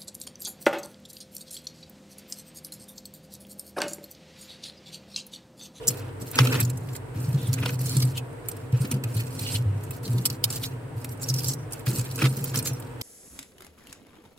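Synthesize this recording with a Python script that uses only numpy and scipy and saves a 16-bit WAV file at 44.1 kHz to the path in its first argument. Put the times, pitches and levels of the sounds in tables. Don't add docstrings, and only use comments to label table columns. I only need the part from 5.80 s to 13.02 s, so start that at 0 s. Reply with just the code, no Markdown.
import sys
import numpy as np
from scipy import signal
from scipy.fft import rfft, irfft, next_fast_len
from scipy.io import wavfile
from scipy.ndimage import map_coordinates

SR = 44100
rng = np.random.default_rng(int(sys.argv[2]) if len(sys.argv) > 2 else 0)


def attenuation_scalar(level_db):
    decades = np.asarray(level_db, float) / 20
    return 10 ** decades


def master(y):
    cut = np.clip(np.atleast_2d(y).T, -1, 1)
    pcm = np.round(cut * 32767)
    wavfile.write(sys.argv[1], SR, pcm.astype(np.int16))


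N = 318402


def unit(x):
    return x / np.sqrt(np.mean(x ** 2) + 1e-20)


def along(points, hz):
    f, v = np.transpose(points)
    return np.interp(np.log(hz + 1), np.log(f + 1), v)


def filtered(x, response):
    n = x.shape[-1]
    m = next_fast_len(n + 2048)
    return irfft(rfft(x, m) * response(np.fft.rfftfreq(m, 1 / SR)), m)[..., :n]


def modes(table):
    def response(f):
        total = 0
        for k, (hz, width, db) in enumerate(table):
            total = total + (-1) ** k * attenuation_scalar(db) * 1j * f * width / (hz * hz - f * f + 1j * f * width)
        return total
    return response


def above(f, edge_hz):
    return 1 / np.sqrt(1 + (edge_hz / (f + 1)) ** 12)


def wobble(rate_hz):
    knots = rng.standard_normal(int(N * rate_hz / SR) + 4)
    return map_coordinates(knots, [np.arange(N) * rate_hz / SR])


# (frequency [Hz], level [dB per Hz])
UNIT_HUM = [(18, -77), (30, -38), (59, -11), (78, -53), (97, -1.5), (150, -16), (167, -44), (466, -20),
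            (1100, -26.5), (1430, -28.5), (2420, -120)]
# (frequency [Hz], level [dB per Hz])
FAN_HISS = [(1250, -25), (1800, -30.5), (2500, -35.5), (3500, -42.5), (6500, -50.5), (8300, -40),
            (10000, -47), (16000, -53)]
# (frequency [Hz], width [Hz], level [dB])
UNIT_MODES = [(217, 115, 5.5), (311.3, 88, 9.5), (468, 80, 2), (949, 42, 0.5)]
# (frequency [Hz], correlation [0-1])
PORT_LIKENESS = [(60, 0.94), (130, 0.97), (200, 0.22), (290, 0.18), (640, 0.43), (1400, 0.017)]
# (frequency [Hz], level [dB rms])
MOTOR = (43, -64)


def cooling_unit():
    def mid_side(f):
        turn = np.arccos(np.clip(along(PORT_LIKENESS, f), -1, 1)) / 2
        colour = attenuation_scalar(along(UNIT_HUM[:-1] + FAN_HISS, f)) * (1 + np.abs(modes(UNIT_MODES)(f)) ** 2)
        return colour * [np.cos(turn), np.sin(turn)]

    mid, side = filtered(rng.standard_normal((2, N)), mid_side)
    hum = attenuation_scalar(-40 + 0.38 * wobble(2.186)) * unit(np.array([mid + side, mid - side]))
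    motor_hz, motor_db = MOTOR
    phase = 2 * np.pi * motor_hz * np.arange(N) / SR + 0.5 * wobble(2.7)
    motor = attenuation_scalar(motor_db + 3.5 + wobble(4.9)) * np.sin(phase)
    return hum + attenuation_scalar([[2.5], [-2.5]]) * motor


# (frequency [Hz], peak [dB], t60 [s])
LAST_RING = (473, -33, 0.66)


def bowl_ring():
    hz, peak_db, t60_s = LAST_RING
    note = unit(filtered(rng.standard_normal(N), lambda f: modes([(hz, 60, 0)])(f) ** 2))
    return attenuation_scalar(peak_db - 3.5 - 60 * np.arange(N) / SR / t60_s) * note


# (time [s], length [s], hiss at start [dB], hiss at end [dB], bowl rasp [dB])
DRAGS = [(0.086, 0.21, -32, -63, -44), (0.401, 0.43, -48.5, -34.5, -58), (0.564, 0.22, -35, -36.5, -30),
         (0.785, 0.12, -45, -47, -46), (0.93, 0.24, -55, -52, -62), (1.347, 0.51, -48.5, -44.5, -46),
         (1.765, 0.18, -48, -34.5, -40), (1.992, 0.33, -35, -42.5, -46), (2.65, 0.21, -58, -55, -52.5),
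         (2.929, 0.24, -51, -44, -43), (3.249, 0.17, -52, -41, -46.5), (3.433, 0.39, -45.5, -49, -47.5),
         (3.78, 0.4, -71, -46.5, -51), (4.233, 0.32, -41, -47.5, -48.5), (4.665, 0.1, -48, -26, -43.5),
         (4.798, 0.17, -40.5, -57.5, -49), (5.166, 0.19, -49, -58, -54), (5.397, 0.328, -46.5, -32, -45.5),
         (5.91, 0.099, -56, -46, -44.5), (6.063, 0.15, -29.5, -39, -39.5), (6.22, 0.2, -41, -52, -48.5),
         (6.379, 0.1, -39, -34, -36.5), (6.505, 0.22, -40.5, -41.5, -46), (6.743, 0.046, -30, -29, -36),
         (6.795, 0.13, -55, -54, -43.5), (6.916, 0.42, -52, -71, -52)]
# (time [s], level [dB])
WEIGHT = [(0, -44), (.55, -39.5), (.75, -25), (1.25, -40.5), (1.4, -30.5), (2.25, -26.5), (2.6, -41.5),
          (3.04, -38), (3.75, -32.5), (4.42, -34.5), (4.58, -38), (4.76, -32.5), (5.36, -36), (5.7, -28),
          (6.03, -42.5), (6.43, -34), (6.82, -30.5), (7.22, -42)]
LAND_DB_PER_S, LIFT_DB_PER_S = 2800, 802
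HOVER_DB = -3


def drags():
    t = np.arange(0, N + 64, 64) / SR
    s, length, start_db, end_db, rasp_db = np.transpose(DRAGS)[..., None]
    landing_db = -LAND_DB_PER_S * np.maximum(s - t, 0)
    lifting_db = -LIFT_DB_PER_S * np.maximum(t - s - length, 0)
    touch = attenuation_scalar(landing_db + lifting_db)
    slide = attenuation_scalar(start_db + (end_db - start_db) * np.clip((t - s) / length, 0, 1))
    hiss = (touch * slide).max(axis=0)
    rasp = (touch * attenuation_scalar(rasp_db)).max(axis=0)
    weight = attenuation_scalar(np.interp(t, *np.transpose(WEIGHT))) * np.maximum(touch.max(axis=0), attenuation_scalar(HOVER_DB))
    return [np.interp(np.arange(N) / SR, t, gain) for gain in (hiss, rasp, weight)]


# (time [s], peak [dB], frequency [Hz], t60 [s])
PUSHES = [(0.09, -28, 126, 0.19), (0.601, -12.5, 126.7, 0.25), (0.747, -18.5, 143, 0.069),
          (.821, -17.5, 123.5, 0.28), (1.361, -18.5, 114, 0.082), (1.486, -12, 129.4, 0.086),
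          (1.544, -12, 138.6, 0.097), (1.687, -14, 125, 0.13), (1.725, -25, 120, 0.14),
          (1.822, -16, 114.7, 0.082), (1.923, -25.5, 131, 0.19), (2.085, -28.5, 110, 0.33),
          (2.167, -14.5, 129.7, 0.23), (2.23, -21.5, 128.2, 0.25), (2.41, -35, 127, 0.42),
          (2.933, -10, 122, 0.13), (3.007, -13, 130, 0.11), (3.135, -20.5, 130.7, 0.21),
          (3.247, -26, 113, 0.26), (3.36, -19, 114.6, 0.22), (3.616, -24.5, 108, 0.17),
          (3.746, -18.5, 107, 0.13), (3.793, -24.5, 123, 0.26), (3.857, -20, 100.2, 0.44),
          (4.29, -22.5, 123, 0.31), (4.341, -19.5, 122.6, 0.3), (4.508, -22, 128, 0.11),
          (4.655, -26.5, 117, 0.27), (4.79, -25, 119.5, 0.16), (5.155, -27, 108, 0.17),
          (5.5, -26, 130.5, 0.63), (6.076, -16, 126.5, 0.14), (6.184, -17, 121.7, 0.13),
          (6.434, -15, 131.2, 0.29), (6.571, -28.5, 136.7, 0.39), (6.774, -18, 124, 0.096),
          (6.82, -20.5, 121, 0.082), (6.915, -18.5, 130.5, 0.094)]
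# (frequency [Hz], width [Hz], level [dB])
CHEST_MODES = [(84.6, 38, -9), (126.6, 19.7, 0.5), (167.4, 34.7, -8), (262.6, 28.7, -8.5)]


def chest():
    booms, t = np.zeros(N + SR), np.arange(SR // 2) / SR
    for s, peak_db, hz, t60_s in PUSHES:
        build = (1 - np.exp(-t / 0.0073)) ** 2
        shape = attenuation_scalar(-60 * t / np.clip(t60_s, 0.04, 0.5)) * build
        start = round((s - 0.006) * SR)
        booms[start:][:len(t)] += attenuation_scalar(peak_db + 10.5) * shape * np.sin(2 * np.pi * hz * t)
    rumble = unit(filtered(rng.standard_normal(N), lambda f: modes(CHEST_MODES)(f) ** 2))
    rumble = attenuation_scalar(1.0) * drags()[2] * rumble
    return filtered(booms[:N] + rumble, lambda f: (1j * f / (75 + 1j * f)) ** 2)


# (time [s], level [dB], length [s])
THUDS = [(0.085, -35.5, 0.045), (0.802, -32, 0.028), (0.418, -36, 0.033), (0.605, -36, 0.082),
         (1.367, -36.5, 0.067), (1.556, -36.5, 0.12), (1.816, -36.5, 0.084), (2.155, -33.5, 0.091),
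         (3.042, -30.5, 0.028), (3.117, -30.5, 0.12), (3.359, -37, 0.04), (3.565, -43.5, 0.27),
         (4.27, -36, .04), (4.336, -34, 0.19), (5.496, -43, 0.052), (5.637, -48, 0.064), (6.099, -34, 0.12),
         (6.426, -25.5, 0.062), (6.578, -35.5, 0.056), (6.745, -37, 0.13)]
# (frequency [Hz], width [Hz], level [dB])
THUD_MODES = [(186, 93, 7), (358, 276, 2)]


def thuds():
    t = np.arange(N) / SR
    shape = np.zeros(N)
    for s, db, length in THUDS:
        loss_db = np.where(t < s, 1500 * (s - t), 12 * (t - s) / length)
        shape += attenuation_scalar(db - loss_db)
    return shape * unit(filtered(rng.standard_normal(N), lambda f: modes(THUD_MODES)(f) ** 2))


def crystals(size, spread_db):
    strength_db = spread_db * np.minimum(rng.exponential(size=size), 4)
    return unit(rng.standard_normal(size) * attenuation_scalar(strength_db))


# (frequency [Hz], level [dB per Hz])
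FROST = [(1470, -1), (2500, 1), (3060, 3.5), (3440, -4), (4240, -0.5), (5780, -1.5), (6300, -4), (7890, -4),
         (15200, -1.5), (16000, -8)]
# (frequency [Hz], width [Hz], level [dB])
CRUST_MODES = [(4250, 420, -0.5), (5400, 1500, -3.5), (7400, 670, -1.5), (8020, 2700, 1), (10900, 350, -5),
               (12500, 1900, 0)]


def frost_colour(f):
    lift = sum(np.abs(modes([mode])(f)) ** 2 for mode in CRUST_MODES)
    return attenuation_scalar(along(FROST, f)) * (1 + lift)


# (frequency [Hz], width [Hz], level [dB])
BOWL_MODES = [(259.4, 26.5, 14.5), (481, 50, 11.5), (884, 144, -2.5), (1360, 350, -0.5), (2365, 900, -4),
              (2560, 285, 4), (3090, 2100, -12)]


def bowl(f):
    return modes(BOWL_MODES)(f)


def scraping():
    hiss_gain, rasp_gain, _ = drags()
    jerks_db = 2 * wobble(40) + 3.2 * wobble(300)
    hiss = filtered(crystals(N, spread_db=2.5), lambda f: frost_colour(f) * (attenuation_scalar(-4) + above(f, 3550)))
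    rasp = filtered(crystals(N, spread_db=4), bowl)
    hiss = unit(attenuation_scalar(jerks_db) * hiss)
    rasp = unit(attenuation_scalar(0.2 * jerks_db) * rasp)
    return attenuation_scalar(-1.0) * hiss_gain * hiss + rasp_gain * rasp


RING_DB, DRY_RING_DB = 11, 18.5


def split(length_s, rise_share):
    return rise_share * length_s, (1 - rise_share) * length_s


# (time [s], level [dB], ring [Hz], length [s])
POWDER = [(0.039, -47, 3040, 0.071), (1.637, -45, 3500, 0.41), (2.379, -25, 2930, 0.017),
          (2.36, -39, 3100, 0.026), (3.677, -32.5, 2900, 0.05), (3.678, -37, 4230, 0.083),
          (3.753, -28, 4120, 0.02), (3.756, -30.5, 3020, 0.034), (4.255, -34.5, 4330, 0.019),
          (5.422, -29.5, 7400, 0.016), (5.44, -27.5, 5700, 0.012), (5.489, -22.5, 5840, 0.012),
          (5.5, -22, 5300, 0.016), (5.563, -35, 5400, .018), (5.588, -25, 5300, 0.016),
          (5.692, -32.5, 7500, 0.067), (5.688, -30, 5700, 0.05), (5.797, -54.5, 5760, 0.08),
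          (6.934, -47, 5700, 0.06)]


def powder():
    return [(s, db, -68, hz, DRY_RING_DB, *split(length, 0.51)) for s, db, hz, length in POWDER]


# (time [s], level [dB], ring [Hz])
TICKS = [(0.1754, -37, 8740), (0.583, -30, 5000), (0.901, -30, 7600), (0.975, -34, 10000),
         (1.008, -46, 7040), (1.09, -39.5, 2760), (1.1344, -38, 7570), (1.153, -32.5, 2010),
         (1.1635, -30.5, 7600), (1.362, -51, 7500), (1.404, -39, 9000), (1.428, -44, 9000),
         (1.492, -40, 9300), (1.528, -45, 14000), (1.5464, -37, 4130), (1.615, -41, 12000),
         (1.931, -48, 4920), (2.038, -42, 8950), (2.0954, -27.5, 7000), (2.153, -38, 9000),
         (2.203, -25.5, 4300), (2.252, -33.5, 8610), (2.31, -48, 8900), (2.53, -52, 10000),
         (2.66, -47, 9500), (2.716, -32.5, 8340), (2.768, -40.5, 8700), (2.925, -40, 3000),
         (3.142, -36, 3000), (3.33, -52, 8000), (3.3697, -32, 12700), (3.468, -37.5, 8550),
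         (3.5941, -28, 4100), (4.038, -35.5, 12200), (4.051, -48, 8500), (4.165, -41, 12100),
         (4.243, -45, 4500), (4.279, -35, 4130), (5.216, -44, 9000), (5.2925, -38.5, 8200),
         (5.376, -47, 9000), (5.432, -28, 7600), (5.83, -51, 5800), (5.911, -43, 9100), (5.934, -27, 9200),
         (5.976, -52, 10000), (5.995, -38.5, 12100), (6.185, -27, 10900), (6.195, -26, 7600),
         (6.212, -30, 7600), (6.315, -34, 4150), (6.57, -30, 12740), (6.775, -23, 6700),
         (6.8273, -30, 8800), (6.934, -37, 14600), (7.001, -36.5, 14200), (7.024, -41.5, 3720),
         (7.072, -48, 3800)]


def ticks():
    rise_s, fall_s, knock_db = 0.0053, 0.0049, -23
    return [(s, db, knock_db, hz, RING_DB, rise_s, fall_s) for s, db, hz in TICKS]


# (time [s], level [dB], ring [Hz], length [s])
CRUNCHES = [(0.419, -37, 8040, 0.018), (1.446, -45.5, 8440, 0.077), (1.673, -37.5, 8850, 0.023),
            (1.804, -38, 12500, 0.015), (2.064, -31, 9400, 0.023), (2.12, -35.5, 4320, 0.11),
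            (2.226, -25.5, 4660, 0.017), (3.017, -37, 8750, 0.032), (3.074, -40, 15200, 0.012),
            (3.348, -38, 9000, 0.02), (3.374, -35, 4200, 0.022), (3.51, -44, 8300, 0.01),
            (3.404, -32, 2500, 0.021), (3.552, -42, 8460, 0.037), (3.618, -41.5, 4400, 0.047),
            (3.624, -36, 8200, 0.054), (3.729, -31.5, 8200, 0.058), (3.747, -31, 8800, 0.023),
            (3.786, -41, 8200, 0.013), (4.316, -47, 8200, 0.01), (4.352, -44, 8200, 0.008),
            (4.333, -37, 8000, 0.013), (4.384, -34.5, 4100, 0.012), (4.747, -40, 7340, 0.022),
            (4.839, -27, 3900, 0.02), (4.856, -32.5, 4130, 0.024), (5.322, -41.5, 12600, 0.032),
            (6.18, -35.5, 7600, 0.045), (6.25, -37, 12500, 0.013), (6.292, -48, 9000, 0.0071),
            (6.323, -36, 8000, 0.01), (6.34, -43, 8000, 0.008), (6.35, -40, 4470, 0.008),
            (6.495, -38, 8500, 0.022), (6.536, -41, 12500, 0.012), (6.59, -37, 8000, 0.012),
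            (6.609, -39, 12500, 0.012), (6.688, -40, 7200, 0.07), (6.858, -29, 7500, 0.02),
            (6.875, -25, 6900, 0.028)]


def crunches():
    return [(s, db, -16, hz, RING_DB, *split(length, 0.51)) for s, db, hz, length in CRUNCHES]


# (time [s], level [dB], bowl knock [dB], length [s])
KNOCKS = [(0.536, -51, 10, 0.0089), (0.551, -47, 10.5, 0.027), (0.5887, -29.5, 21, 0.0077),
          (0.594, -34.5, 10.5, 0.023), (0.607, -34.5, 8.5, 0.015), (0.657, -42, 9, 0.012),
          (0.673, -29.5, 7.5, 0.0085), (0.618, -36, 4, 0.01), (0.726, -30.5, 4, 0.012),
          (0.731, -33, 6, 0.013), (0.755, -36, 7, 0.014), (0.743, -33, 11, 0.0063),
          (0.752, -31, -10, 0.022), (0.798, -41.5, 8, 0.02), (1.786, -48.5, 12, 0.017),
          (1.813, -55, 11, 0.0086), (1.834, -48, 16, 0.02), (1.8605, -32.5, 9.5, 0.01),
          (1.885, -41, -2, 0.03), (1.894, -45, 17, 0.0091), (3.054, -43, 4, 0.015),
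          (6.262, -40.5, -2.5, 0.02), (6.39, -33, 7.5, 0.0069), (6.4, -41, 4, 0.011),
          (6.421, -34.5, 12, 0.015), (6.409, -44, 8, 0.006), (6.428, -35, 8, 0.0077),
          (6.43, -37, 9, 0.0091), (6.443, -31.5, 5, 0.012), (6.45, -38, 6, 0.0066), (6.458, -33, 8, 0.018),
          (6.469, -39, 9.5, 0.011), (6.595, -40, -5, 0.0075), (6.743, -40.5, 13, 0.0062),
          (6.753, -37.5, 3, 0.021), (6.797, -44.5, 10.5, 0.0097), (6.861, -36, 6.5, 0.0076),
          (6.897, -47.5, 6, 0.012)]


def knocks():
    ring_hz = 2680
    return [(s, db, knock_db, ring_hz, RING_DB, *split(length, 0.57)) for s, db, knock_db, length in KNOCKS]


# (time [s], level [dB], ring [Hz], bowl knock [dB])
CRACKS = [(0.072, -19.5, 7300, -43), (0.0797, -6.5, 7350, -66), (0.085, -14.5, 5400, -76),
          (0.1043, -28, 12800, -11), (0.113, -33, 9600, -19), (0.514, -27.5, 13800, -29),
          (0.556, -22.5, 7200, -16), (0.65, -21, 7400, -30), (0.802, -15, 12900, -17),
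          (0.806, -21, 7800, -20), (0.8098, -28, 8200, 3), (0.85, -25, 7000, -30), (1.730, -23, 6700, -17),
          (1.738, -21, 6700, -19), (2.014, -27.5, 14300, -29), (2.168, -21, 7400, -16.5),
          (2.6857, -18, 13400, -26), (3.1132, -18.5, 9000, -14), (3.121, -28.5, 8600, -5.5),
          (3.238, -27, 7900, -4.5), (3.241, -43, 4000, -6), (4.1081, -27, 14100, -13),
          (4.4543, -14, 5240, -23), (4.458, -11.5, 8100, -22), (4.4647, -21, 7900, -32),
          (4.501, -22.5, 4430, -47), (4.64, -10, 5040, -16), (4.643, -19.5, 4630, -24),
          (4.7028, -21, 7400, -22), (5.245, -26, 11700, -13), (5.54, -21.5, 5630, -67),
          (5.644, -21.5, 5000, -70), (5.684, -20, 7600, -35), (5.735, -24, 7860, -42),
          (5.923, -27, 10000, -36), (6.067, -39, 9000, 10), (6.358, -26.5, 8000, -22),
          (6.6414, -18, 15000, -19), (6.7576, -20.5, 5500, -42), (6.7893, -19, 5560, -56),
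          (6.789, -24, 12100, -30), (7.212, -28, 3100, -26), (7.214, -25.5, 5000, -30)]


def cracks():
    rise_s, fall_s = 0.00331, 0.0052
    return [(s, db, knock_db, hz, RING_DB, rise_s, fall_s) for s, db, hz, knock_db in CRACKS]


def snaps():
    breaks = cracks() + ticks() + crunches() + powder() + knocks()
    s, db, knock_db, ring_hz, ring_db, rise, fall = np.transpose(breaks)[..., None]
    lead = SR // 16
    t = np.arange(-lead, lead) / SR
    before = -t / np.maximum(rise - 0.003, 0.0003)
    after = t / np.maximum(fall - 0.0015, 0.001)
    away = np.where(t < 0, before, after)
    burst = crystals((len(s), len(t)), spread_db=2.5) * attenuation_scalar(-7 * np.abs(away) ** 1.18)

    edge_hz = ring_hz * (0.45 - 0.004 * knock_db)

    def shard(f):
        ring = modes([(ring_hz, 500, ring_db)])(f)
        return (above(f, edge_hz) + attenuation_scalar(-15)) * (frost_colour(f) + ring)

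    def nail_on_bowl(f):
        return bowl(f) * (1j * f / (1090 + 1j * f)) ** 2

    def size(x):
        return np.linalg.norm(x, axis=1, keepdims=True)

    crack = filtered(burst, shard)
    knock = filtered(burst, nail_on_bowl)
    mix = crack / size(crack) + attenuation_scalar(knock_db + 3.0) * knock / size(knock)
    both = attenuation_scalar(db + 0.5) * size(burst) * mix
    at = (np.round(s * SR) + np.arange(len(t))).astype(int)
    return np.bincount(at.ravel(), both.ravel(), N + SR)[lead:lead + N]


def walls(x, direct_db, t60_s):
    step, size, lead = SR // 70, 3072, 64
    t = np.arange(SR // 30) / SR
    starts = np.arange(0, N + step, step)[:, None]
    window = np.sqrt(np.hanning(2 * step + 1)[:-1])
    pieces = np.pad(x, (step, 2 * step))[starts + np.arange(2 * step)] * window

    echo = rng.standard_normal((2, len(starts), len(t))) * attenuation_scalar(-60 * t / t60_s)
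    echo /= np.linalg.norm(echo, axis=2, keepdims=True)
    direct_at = rng.integers(0, 16, size=echo.shape[:2])
    echo[[[0], [1]], np.arange(len(starts)), direct_at] += attenuation_scalar(direct_db)

    paths = rfft(np.pad(echo, ((0, 0), (0, 0), (lead, 0))), size)
    paths /= np.abs(paths) ** 1.14
    late_s = ((np.arange(size) + size // 2) % size - size // 2 - 60) / SR
    fade_db = np.where(late_s < 0, -8 + 1500 * late_s, -1200 * np.maximum(late_s - 0.012, 0))
    paths = rfft(irfft(paths, size) * attenuation_scalar(fade_db), size)

    heard = irfft(rfft(pieces, size) * paths, size)
    at = (starts + np.arange(size)).ravel()
    return np.array([np.bincount(at, port.ravel())[step + lead:][:N] for port in heard])


def scene():
    background = cooling_unit() + bowl_ring() + chest() + thuds()
    frost = walls(snaps() + scraping(), direct_db=2, t60_s=0.038)
    return background + attenuation_scalar(-1.5) * frost


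def band_limit(x):
    return signal.sosfilt(signal.butter(12, 16990, fs=SR, output="sos"), x)


# (frequency [Hz], left minus right [dB])
PORT_BALANCE = [(300, 0), (2000, -1), (5000, -1), (7300, 0), (8500, -8), (11000, -5), (14000, 1)]


def record(dry):
    ports = filtered(dry, lambda f: attenuation_scalar(along(PORT_BALANCE, f) * [[0.5], [-0.5]]))
    rounded = ports / (1 + np.abs(ports / 0.85) ** 4) ** (1 / 4)
    top_hz = 15900
    mix = filtered(rounded, lambda f: attenuation_scalar(-45 * (f > top_hz)))
    return band_limit(mix)


dry = scene()
out = record(dry)
master(out)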